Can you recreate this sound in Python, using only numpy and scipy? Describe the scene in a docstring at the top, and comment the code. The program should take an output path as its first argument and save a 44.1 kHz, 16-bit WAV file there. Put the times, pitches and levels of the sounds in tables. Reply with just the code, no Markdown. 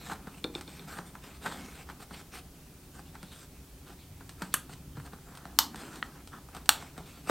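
"""Fingers rub and pat a leather sheath on a cutting mat, close up; the brass-backed saw inside clinks
as it settles. Skin slips on the grain, bent leather ticks, the blade scrapes and the sheath rumbles
on the mat. Then three press studs snap shut one by one, each spring slamming its cap home.
A small workshop with a low hum answers each click."""
import sys
import numpy as np
from scipy import signal
from scipy.fft import rfft, irfft
from scipy.io import wavfile
from scipy.ndimage import uniform_filter1d, map_coordinates

SR = 44100
rng = np.random.default_rng(int(sys.argv[2]) if len(sys.argv) > 2 else 0)


def digitize_waveform(pressure):
    """Quantize a signal to 16-bit integers and store it at the path in sys.argv[1].

    Rows of a 2-D input are taken as channels; values are limited to [-1, 1].
    """
    field = np.atleast_2d(pressure).T
    bounded = np.clip(field, -1, 1)
    quanta = np.round(bounded * 32767).astype(np.int16)
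    wavfile.write(sys.argv[1], SR, quanta)


N = 321922
GRID_HZ = np.fft.rfftfreq(4096, 1 / SR)


# stud closures: t/s, level/dB, contact t60/s, room send/dB
SNAPS = [(4.5401, -12.5, .015, -7), (5.5883, -6, 0.0055, -7), (6.6914, -3, 0.0048, -10)]
# per stud, with the leather and air around it: f/Hz, half width/Hz, level/dB
STUD_MODES = [
    [(330, 480, -16), (1220, 130, -2), (1590, 260, -3), (2800, 430, -11), (3420, 520, -12.5),
     (4470, 160, -12), (6330, 830, -14), (8330, 1060, -8), (9660, 360, -10), (11200, 750, -6.5),
     (13260, 920, -13)],
    [(290, 150, -15), (917, 130, -1.5), (1180, 210, -0.5), (1700, 460, -8), (3030, 210, -2.5),
     (3630, 190, -3), (4270, 420, -1), (5220, 530, -2.5), (6310, 880, -5), (7640, 220, -6),
     (9070, 2200, -10), (13400, 1110, -4)],
    [(264, 26, -11.5), (860, 133, -4.5), (1325, 130, 1), (1550, 290, -4.5), (2300, 170, -13),
     (2770, 260, -7.5), (3470, 410, -5.5), (4270, 430, -6), (5650, 160, -8.5), (7800, 1050, -7.5),
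     (9150, 720, -12.5), (13400, 2300, -13)],
]
# slightly thinner low end of every snap: f/Hz, level/dB
STUD_TILT = [(320, 0.5), (450, 1.5), (620, 3.5)]

def studs():
    """The spring of each stud jumps over its post and slams the cap home."""
    out = np.zeros(N)
    for (s, db, t60, wet_db), modes in zip(SNAPS, STUD_MODES):
        snap = contact(resonances(modes) * colour(STUD_TILT), t60)
        add(out, s, in_room(amp(db) * snap, wet_db))
    return out


# cap on its post: f/Hz, half width/Hz, level/dB
CAP_MODES = [(1330, 270, -1), (1870, 140, 2), (3040, 530, -10), (4200, 180, -14)]

def cap_seating():
    """The last cap finds its post with a small dry click before it is pressed home."""
    out = np.zeros(N)
    click = amp(-20.5) * contact(resonances(CAP_MODES), t60=0.0014)
    add(out, s=6.027, x=in_room(click, wet_db=-14))
    return out


# fingers and flap landing: t/s, relative level/dB, thump trim/dB, contact t60/s
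PATS = [(0.096, -26, -32, 0.031), (.115, -21.5, -30, 0.045), (0.271, -33.5, -8.5, 0.017),
        (.987, -26, -16, 0.014), (1.152, -33, -28, 0.015), (1.458, -18.5, -23.5, 0.059),
        (1.513, -29.5, -22, 0.031), (1.889, -33, -23, 0.023), (1.898, -30, -27, 0.018),
        (2.108, -35.5, -12, 0.036), (3.152, -33.5, -59, 0.026), (3.23, -39, -8, .02),
        (4.207, -38, -18, 0.02), (4.4182, -23.5, -13.5, 0.028), (4.694, -38, -14, .015),
        (4.969, -35.5, -10.5, 0.046), (4.999, -36, -25, 0.014), (5.132, -34, -12, 0.026),
        (5.454, -31.5, -18.5, 0.0067), (5.745, -31, -17, 0.0096), (6.487, -39, -27, .015),
        (6.548, -31, -34, 0.023), (6.565, -31, -19, 0.0095), (6.824, -31, -39, 0.024),
        (6.977, -32, -13, 0.047), (7.001, -38, -9.5, 0.039), (7.273, -34, -18, 0.014),
        (7.292, -23, -12.5, 0.017), (7.296, -14, -9.5, .012)]
# leather knock, mat thump and grain crackle: f/Hz, level/dB
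LEATHER_SPECTRUM = [(200, -44), (500, -25), (800, 5.5), (1050, 1.5), (1450, 3.5), (1800, -4), (2250, -12),
                    (2800, -23.5), (4200, -12), (8000, -65), (16000, -56)]
MAT_SPECTRUM = [(40, -47), (100, -15.5), (170, 6.5), (300, -5), (450, -6.5), (900, -21.5), (3000, -93)]
CRACKLE_SPECTRUM = [(1000, 1.5), (3000, 1.5), (4500, 1.5), (7000, -5), (8700, 3.5), (10500, -15),
                    (13500, -6), (16000, -25)]

def pats():
    """Each pat knocks the stiff leather, thumps the mat under it and crackles on the grain."""
    out = np.zeros(N)
    for s, db, thump_db, t60 in PATS:
        # the knock deepens as the studs close the sheath
        pitch_ratio = np.interp(s, [SNAPS[0][0], SNAPS[-1][0]], [1.06, 0.85])
        pitch_ratio *= np.exp(0.035 * rng.standard_normal())
        knock = contact(colour(np.multiply(LEATHER_SPECTRUM, [pitch_ratio, 1])), t60)
        thump = amp(thump_db + 15.5) * contact(colour(MAT_SPECTRUM), t60=0.031)
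        crackle = amp(-12.5) * contact(colour(CRACKLE_SPECTRUM), t60)
        add(out, s, in_room(amp(db - 3.5) * (knock + thump + crackle), wet_db=-8.5))
    return out


# saw knocking against a stud: t/s, level/dB
CLINKS = [(0.4415, -23.5), (0.5511, -30), (0.677, -41.5), (0.794, -42.5)]
# blade modes: f/Hz, level/dB, t60/s
BLADE_MODES = [(2370, -5, 0.02), (2820, -14, 0.019), (3550, -14.5, 0.022), (3560, 1.5, 0.018),
               (3690, -10, 0.051), (4030, -16, .016), (4230, -4.5, 0.024), (4640, -16, 0.026),
               (5350, -13, 0.014), (7300, -29, 0.026), (8920, -27.5, 0.013)]

def saw_clinks():
    """The blade rings briefly, damped by the leather; a moment later its weight thuds on the bench."""
    out, t = np.zeros(N), np.arange(SR // 4) / SR
    bench = resonances([(352, 116, 0)])
    attack = 1 - np.exp(-t / 0.00044)
    for s, db in CLINKS:
        ring = np.zeros(len(t))
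        for hz, mode_db, t60 in BLADE_MODES:
            decay = amp(mode_db + rng.normal(0, 1.5) - 60 * t / t60)
            ring += decay * np.sin(2 * np.pi * (hz * t + rng.random()))
        add(out, s, in_room(amp(db) * ring * attack, wet_db=-11))
        thud = amp(db + 1.5) * contact(bench, t60=0.02)
        add(out, s + 0.0041, in_room(thud, wet_db=-8))
        knock = amp(db - 9) * contact(colour(LEATHER_SPECTRUM), t60=0.014)
        add(out, s + 0.002, in_room(knock, wet_db=-4))
        clack = amp(db - 12.5) * contact(colour(CRACKLE_SPECTRUM), t60=0.008)
        add(out, s, in_room(clack, wet_db=-6))
    return out


# fingers and flap sliding: start/s, end/s, level/dB, relative hiss/dB
STROKES = [(0, 0.062, -54.5, -2), (0.055, .142, -49.5, -2), (0.26, 0.404, -59, -2), (0.543, 0.597, -51, -2),
           (.673, 0.877, -56.5, -1), (0.876, 0.987, -45, -4), (1.063, 1.1, -56, -1),
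           (1.226, 1.387, -53, -2.5), (1.419, 1.84, -48, -2), (1.998, 2.038, -49.5, -2),
           (2.125, 2.223, -53.5, -0.5), (2.325, 2.4, -48.5, -1), (2.944, 3.003, -50.5, -7),
           (3.311, 3.455, -58.5, 3), (3.865, 3.943, -56, -4), (4.692, 4.74, -57, 0.5),
           (5.053, 5.078, -45, -9.5), (5.254, 5.6, -55, -13), (5.756, 6, -46.5, -5.5),
           (6.009, 6.22, -54.5, -7), (6.324, 6.387, -48.5, -16), (6.722, 6.91, -53.5, -3),
           (7.057, 7.22, -59, 0)]

def hand_motion():
    """Envelopes of the rub's body and hiss: a skid around each pat, strokes and fidgeting at rest."""
    land_s, lift_s = 0.018, 0.04
    attack_s, release_s, sag_db_per_s = 0.019, 0.015, 23
    t = np.arange(0, N / SR, 0.001)
    body_power = np.zeros(len(t))
    for s, db, *_ in PATS:
        falloff = np.maximum((s - t) / land_s, (t - s) / lift_s).clip(0, 20)
        skid = amp(db - 22.5) * np.exp(-falloff)
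        body_power += skid ** 2
    hiss_power = amp(-8) ** 2 * body_power
    for start, end, db, hiss_db in STROKES:
        sag_db = sag_db_per_s * np.clip(t - start, 0, end - start)  # the stroke slows
        rise = np.clip(0.5 + (t - start) / attack_s, 0, 1)
        fall = np.clip(0.5 + (end - t) / release_s, 0, 1)
        stroke = amp(db - sag_db) * rise * fall
        body_power += stroke ** 2
        hiss_power += (amp(hiss_db) * stroke) ** 2
    rest = amp(-70.5 + wobble(rate_hz=8.2))
    return [np.sqrt(rest ** 2 + np.interp(np.arange(N) / SR, t, power))
            for power in (body_power, hiss_power)]


# rubbed sheath, hollow body and surface hiss: f/Hz, level/dB
RUB_BODY = [(100, -43), (200, 6), (330, -0.5), (560, -3.5), (800, 0.5), (1030, -3), (1220, -3), (1520, 1),
            (1850, -7), (2300, -20.5), (4000, -26.5), (9000, -52)]
RUB_HISS = [(800, -71), (2000, 2.5), (2700, 1.5), (3300, -2), (4300, -1.5), (5300, -4.5), (6800, -5),
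            (8200, -2), (9100, -3.5), (10200, -16), (13200, -8), (16000, -25)]

def rubbing():
    """Skin catches and slips on the grain: tiny slips sound the hollow sheath and hiss at its surface."""
    body_level, hiss_level = hand_motion()
    grip_db = 2.0 * wobble(rate_hz=69)
    slips = unit(impulses(per_s=330))
    body = patchy(causal(0.75 * slips + rng.standard_normal(N), colour(RUB_BODY)), depth_db=1.5)
    hiss = patchy(causal(0.31 * slips + rng.standard_normal(N), colour(RUB_HISS)), depth_db=3.5)
    rub = body_level * amp(grip_db - 0.5) * body + hiss_level * amp(0.87 * grip_db) * hiss
    grain_ticks = unit(causal(impulses(per_s=160), colour(CRACKLE_SPECTRUM)))
    return in_room(rub + amp(-8.5) * hiss_level * grain_ticks, wet_db=-7.5)


# ticks of the bending grain: t/s, level/dB
CREASES = [(.61, -36), (3.229, -41.5), (4.293, -38), (4.4207, -32), (4.735, -42.5), (5.352, -44),
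           (5.373, -41), (5.758, -37.5), (5.957, -40), (6.274, -41.5), (6.548, -40.5), (6.566, -41),
           (6.658, -40.5), (6.978, -41)]

def creases():
    """Bent leather gives way in a bright tick that faintly knocks the sheath."""
    out = np.zeros(N)
    for s, db in CREASES:
        tick = contact(colour(CRACKLE_SPECTRUM), t60=0.014)
        knock = amp(-7.5) * contact(colour(LEATHER_SPECTRUM), t60=0.014)
        add(out, s, in_room(amp(db) * (tick + knock), wet_db=-3.5))
    return out


# sheath moving on the mat: centre t/s, length/s, level/dB, f/Hz
SHIFTS = [(0.117, 0.12, -47, 174), (0.526, 0.1, -62, 336), (0.905, 0.38, -52.5, 172),
          (1.611, 0.086, -48.5, 247), (4.195, .2, -52.5, 100), (4.48, 0.048, -50, 151),
          (4.83, 0.3, -51.5, 139), (4.981, 0.032, -35, 131), (5.797, 0.41, -51, 271)]

def shifting():
    """Pressed and dragged, the sheath rumbles softly on the mat."""
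    out, t = np.zeros(N), np.arange(SR) / SR - 0.5
    for s, length_s, db, hz in SHIFTS:
        band = 1 / (1 + (4 * np.log((GRID_HZ + 1) / hz)) ** 4)
        rumble = amp(db) * swell(t, length_s) * unit(causal(rng.standard_normal(SR), band))
        before_start = max(round((0.5 - s) * SR), 0)
        add(out, s - 0.5, rumble[before_start:])
    return out


# blade sliding on leather: centre t/s, length/s, level/dB
SCRAPES = [(0.57, 0.058, -63), (0.734, 0.16, -63.5), (3.08, 0.047, -63), (3.276, 0.1, -61),
           (4.016, 0.056, -61), (4.535, 0.019, -49), (4.582, 0.06, -64), (7.115, 0.13, -62)]

def scraping():
    """Friction keeps the modes of the blade sounding, broadened by the leather pressing on it."""
    t = np.arange(N) / SR
    half_width_hz = 320
    blade = resonances([(hz, half_width_hz, 0.36 * db) for hz, db, _ in BLADE_MODES])
    envelope = sum(amp(db) * swell(t - s, length_s) for s, length_s, db in SCRAPES)
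    return envelope * patchy(causal(rng.standard_normal(N), blade), depth_db=2.5)


# hum tones: f/Hz, level/dB
HUM_TONES = [(61, -61.5), (86, -64.5), (165, -71.5)]
# room and microphone noise: f/Hz, relative level/dB
AIR_SPECTRUM = [(12, -65), (20, -13.5), (65, -1), (110, -12.5), (145, -3), (221, -13.5), (284, -8),
                (326, -18.5), (375, -13), (443, -21.5), (603, -23), (655, -24), (1690, -32.5), (11000, -33),
                (15800, -33.5)]

def workshop():
    """A low, wavering hum over steady air noise."""
    hum, t = np.zeros(N), np.arange(N) / SR
    for hz, db in HUM_TONES:
        waver = 1 + 0.52 * wobble(rate_hz=15)
        phase = 2 * np.pi * hz * t + 0.46 * wobble(rate_hz=4.1)
        hum += amp(db) * unit(waver * np.sin(phase))
    air = unit(causal(rng.standard_normal(N), colour(AIR_SPECTRUM)))
    return hum + amp(-51.5 - 0.3) * air


# decay of the wall reflections: f/Hz, t60/s
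WALL_DECAY = [(150, 1), (900, 0.34), (1600, 0.21), (3000, 0.27), (8000, 0.21), (15000, 0.19)]

def in_room(x, wet_db):
    """x plus reflections from the near bench and the far walls, where the bass lingers longest."""
    hz, t, noise = signal.stft(rng.standard_normal(SR // 4), SR, nperseg=256)
    walls = amp(-60 * t / along(WALL_DECAY, hz)[:, None])
    bench = 0.79 * amp(-60 * t / 0.033)
    tail = signal.istft(noise * (walls + bench), SR, nperseg=256)[1]
    tail *= 1 - np.exp(-(np.arange(len(tail)) / SR / 0.00077) ** 2)
    response = amp(wet_db) * tail / np.linalg.norm(tail)
    response[0] = 1  # direct sound
    return signal.fftconvolve(x, response)[:N]


def contact(gain, t60):
    """A brief rough contact into a damped body, with the energy of one millisecond at level 1."""
    t = np.arange(2 * (len(GRID_HZ) - 1)) / SR
    burst = rng.standard_normal(len(t)) * amp(-60 * t / t60) * (1 - np.exp(-20 * t / t60))
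    # a sharp blow drives all frequencies about equally
    power = np.abs(uniform_filter1d(np.abs(rfft(burst)) ** 2, size=14)) + 1e-9
    x = causal(burst, gain / np.sqrt(power))
    return x / np.linalg.norm(x) * np.sqrt(SR / 1000)


def patchy(x, depth_db):
    """The colour of x drifts as the point of contact moves; rms 1."""
    spectra = signal.stft(x, nperseg=512)[2]
    drift = uniform_filter1d(rng.standard_normal(spectra.shape), size=7, axis=0)
    drift = uniform_filter1d(drift, size=14, axis=1)
    return unit(signal.istft(spectra * amp(depth_db * unit(drift)), nperseg=512)[1][:N])


def causal(x, gain):
    """x through a unit-energy minimum-phase filter shaped like gain on GRID_HZ."""
    cepstrum = irfft(np.log(gain))
    half = len(cepstrum) // 2
    cepstrum[1:half] *= 2
    cepstrum[half + 1:] = 0
    response = irfft(np.exp(rfft(cepstrum)))
    return signal.fftconvolve(x, response / np.linalg.norm(response))[:len(x)]


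def resonances(modes):
    """Gain on GRID_HZ of (f/Hz, half width/Hz, level/dB) modes."""
    return np.sqrt(sum((amp(db) / (1 + ((GRID_HZ - hz) / width) ** 2)) ** 2 for hz, width, db in modes))


def colour(spectrum):
    """Gain on GRID_HZ of (f/Hz, level/dB) points."""
    return amp(along(spectrum, GRID_HZ))


def along(points, hz):
    """(f/Hz, value) points read on a log axis."""
    knots_hz, values = np.transpose(points)
    return np.interp(np.log(hz + 1), np.log(knots_hz + 1), values)


def impulses(per_s):
    """Impulses of random time and size."""
    return (rng.random(N) < per_s / SR) * rng.standard_normal(N)


def wobble(rate_hz):
    """A smooth random curve with knots at rate_hz."""
    knots = rng.standard_normal(int(N * rate_hz / SR) + 4)
    return map_coordinates(knots, [np.arange(N) * rate_hz / SR])


def swell(t, length_s):
    """Gaussian rise and fall around t = 0."""
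    return np.exp(-2 * (t / length_s) ** 2)


def add(track, s, x):
    """Mix x into the track from time s."""
    part = track[max(round(s * SR), 0):][:len(x)]
    part += x[:len(part)]


def amp(db):
    """Decibels to gain."""
    return 10 ** (np.asarray(db) / 20)


def unit(x):
    """x at rms 1."""
    return x / np.sqrt(np.mean(x ** 2) + 1e-20)


def scene():
    """One microphone feeds both channels, which differ only by a trace of hiss."""
    handling = rubbing() + shifting() + scraping() + pats() + creases()
    mono = handling + saw_clinks() + cap_seating() + studs() + workshop()
    hiss = amp(-63.5) * rng.standard_normal(N)
    return np.array([mono + hiss, mono - hiss])


def record(dry):
    """Soft clipping near full scale, then a steep low-pass."""
    cutoff_hz = 15900
    clipped = dry / (1 + np.abs(dry) ** 6) ** (1 / 6)
    return signal.sosfilt(signal.ellip(10, 0.1, 80, cutoff_hz, fs=SR, output="sos"), clipped)


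dry = scene()
out = record(dry)
digitize_waveform(out)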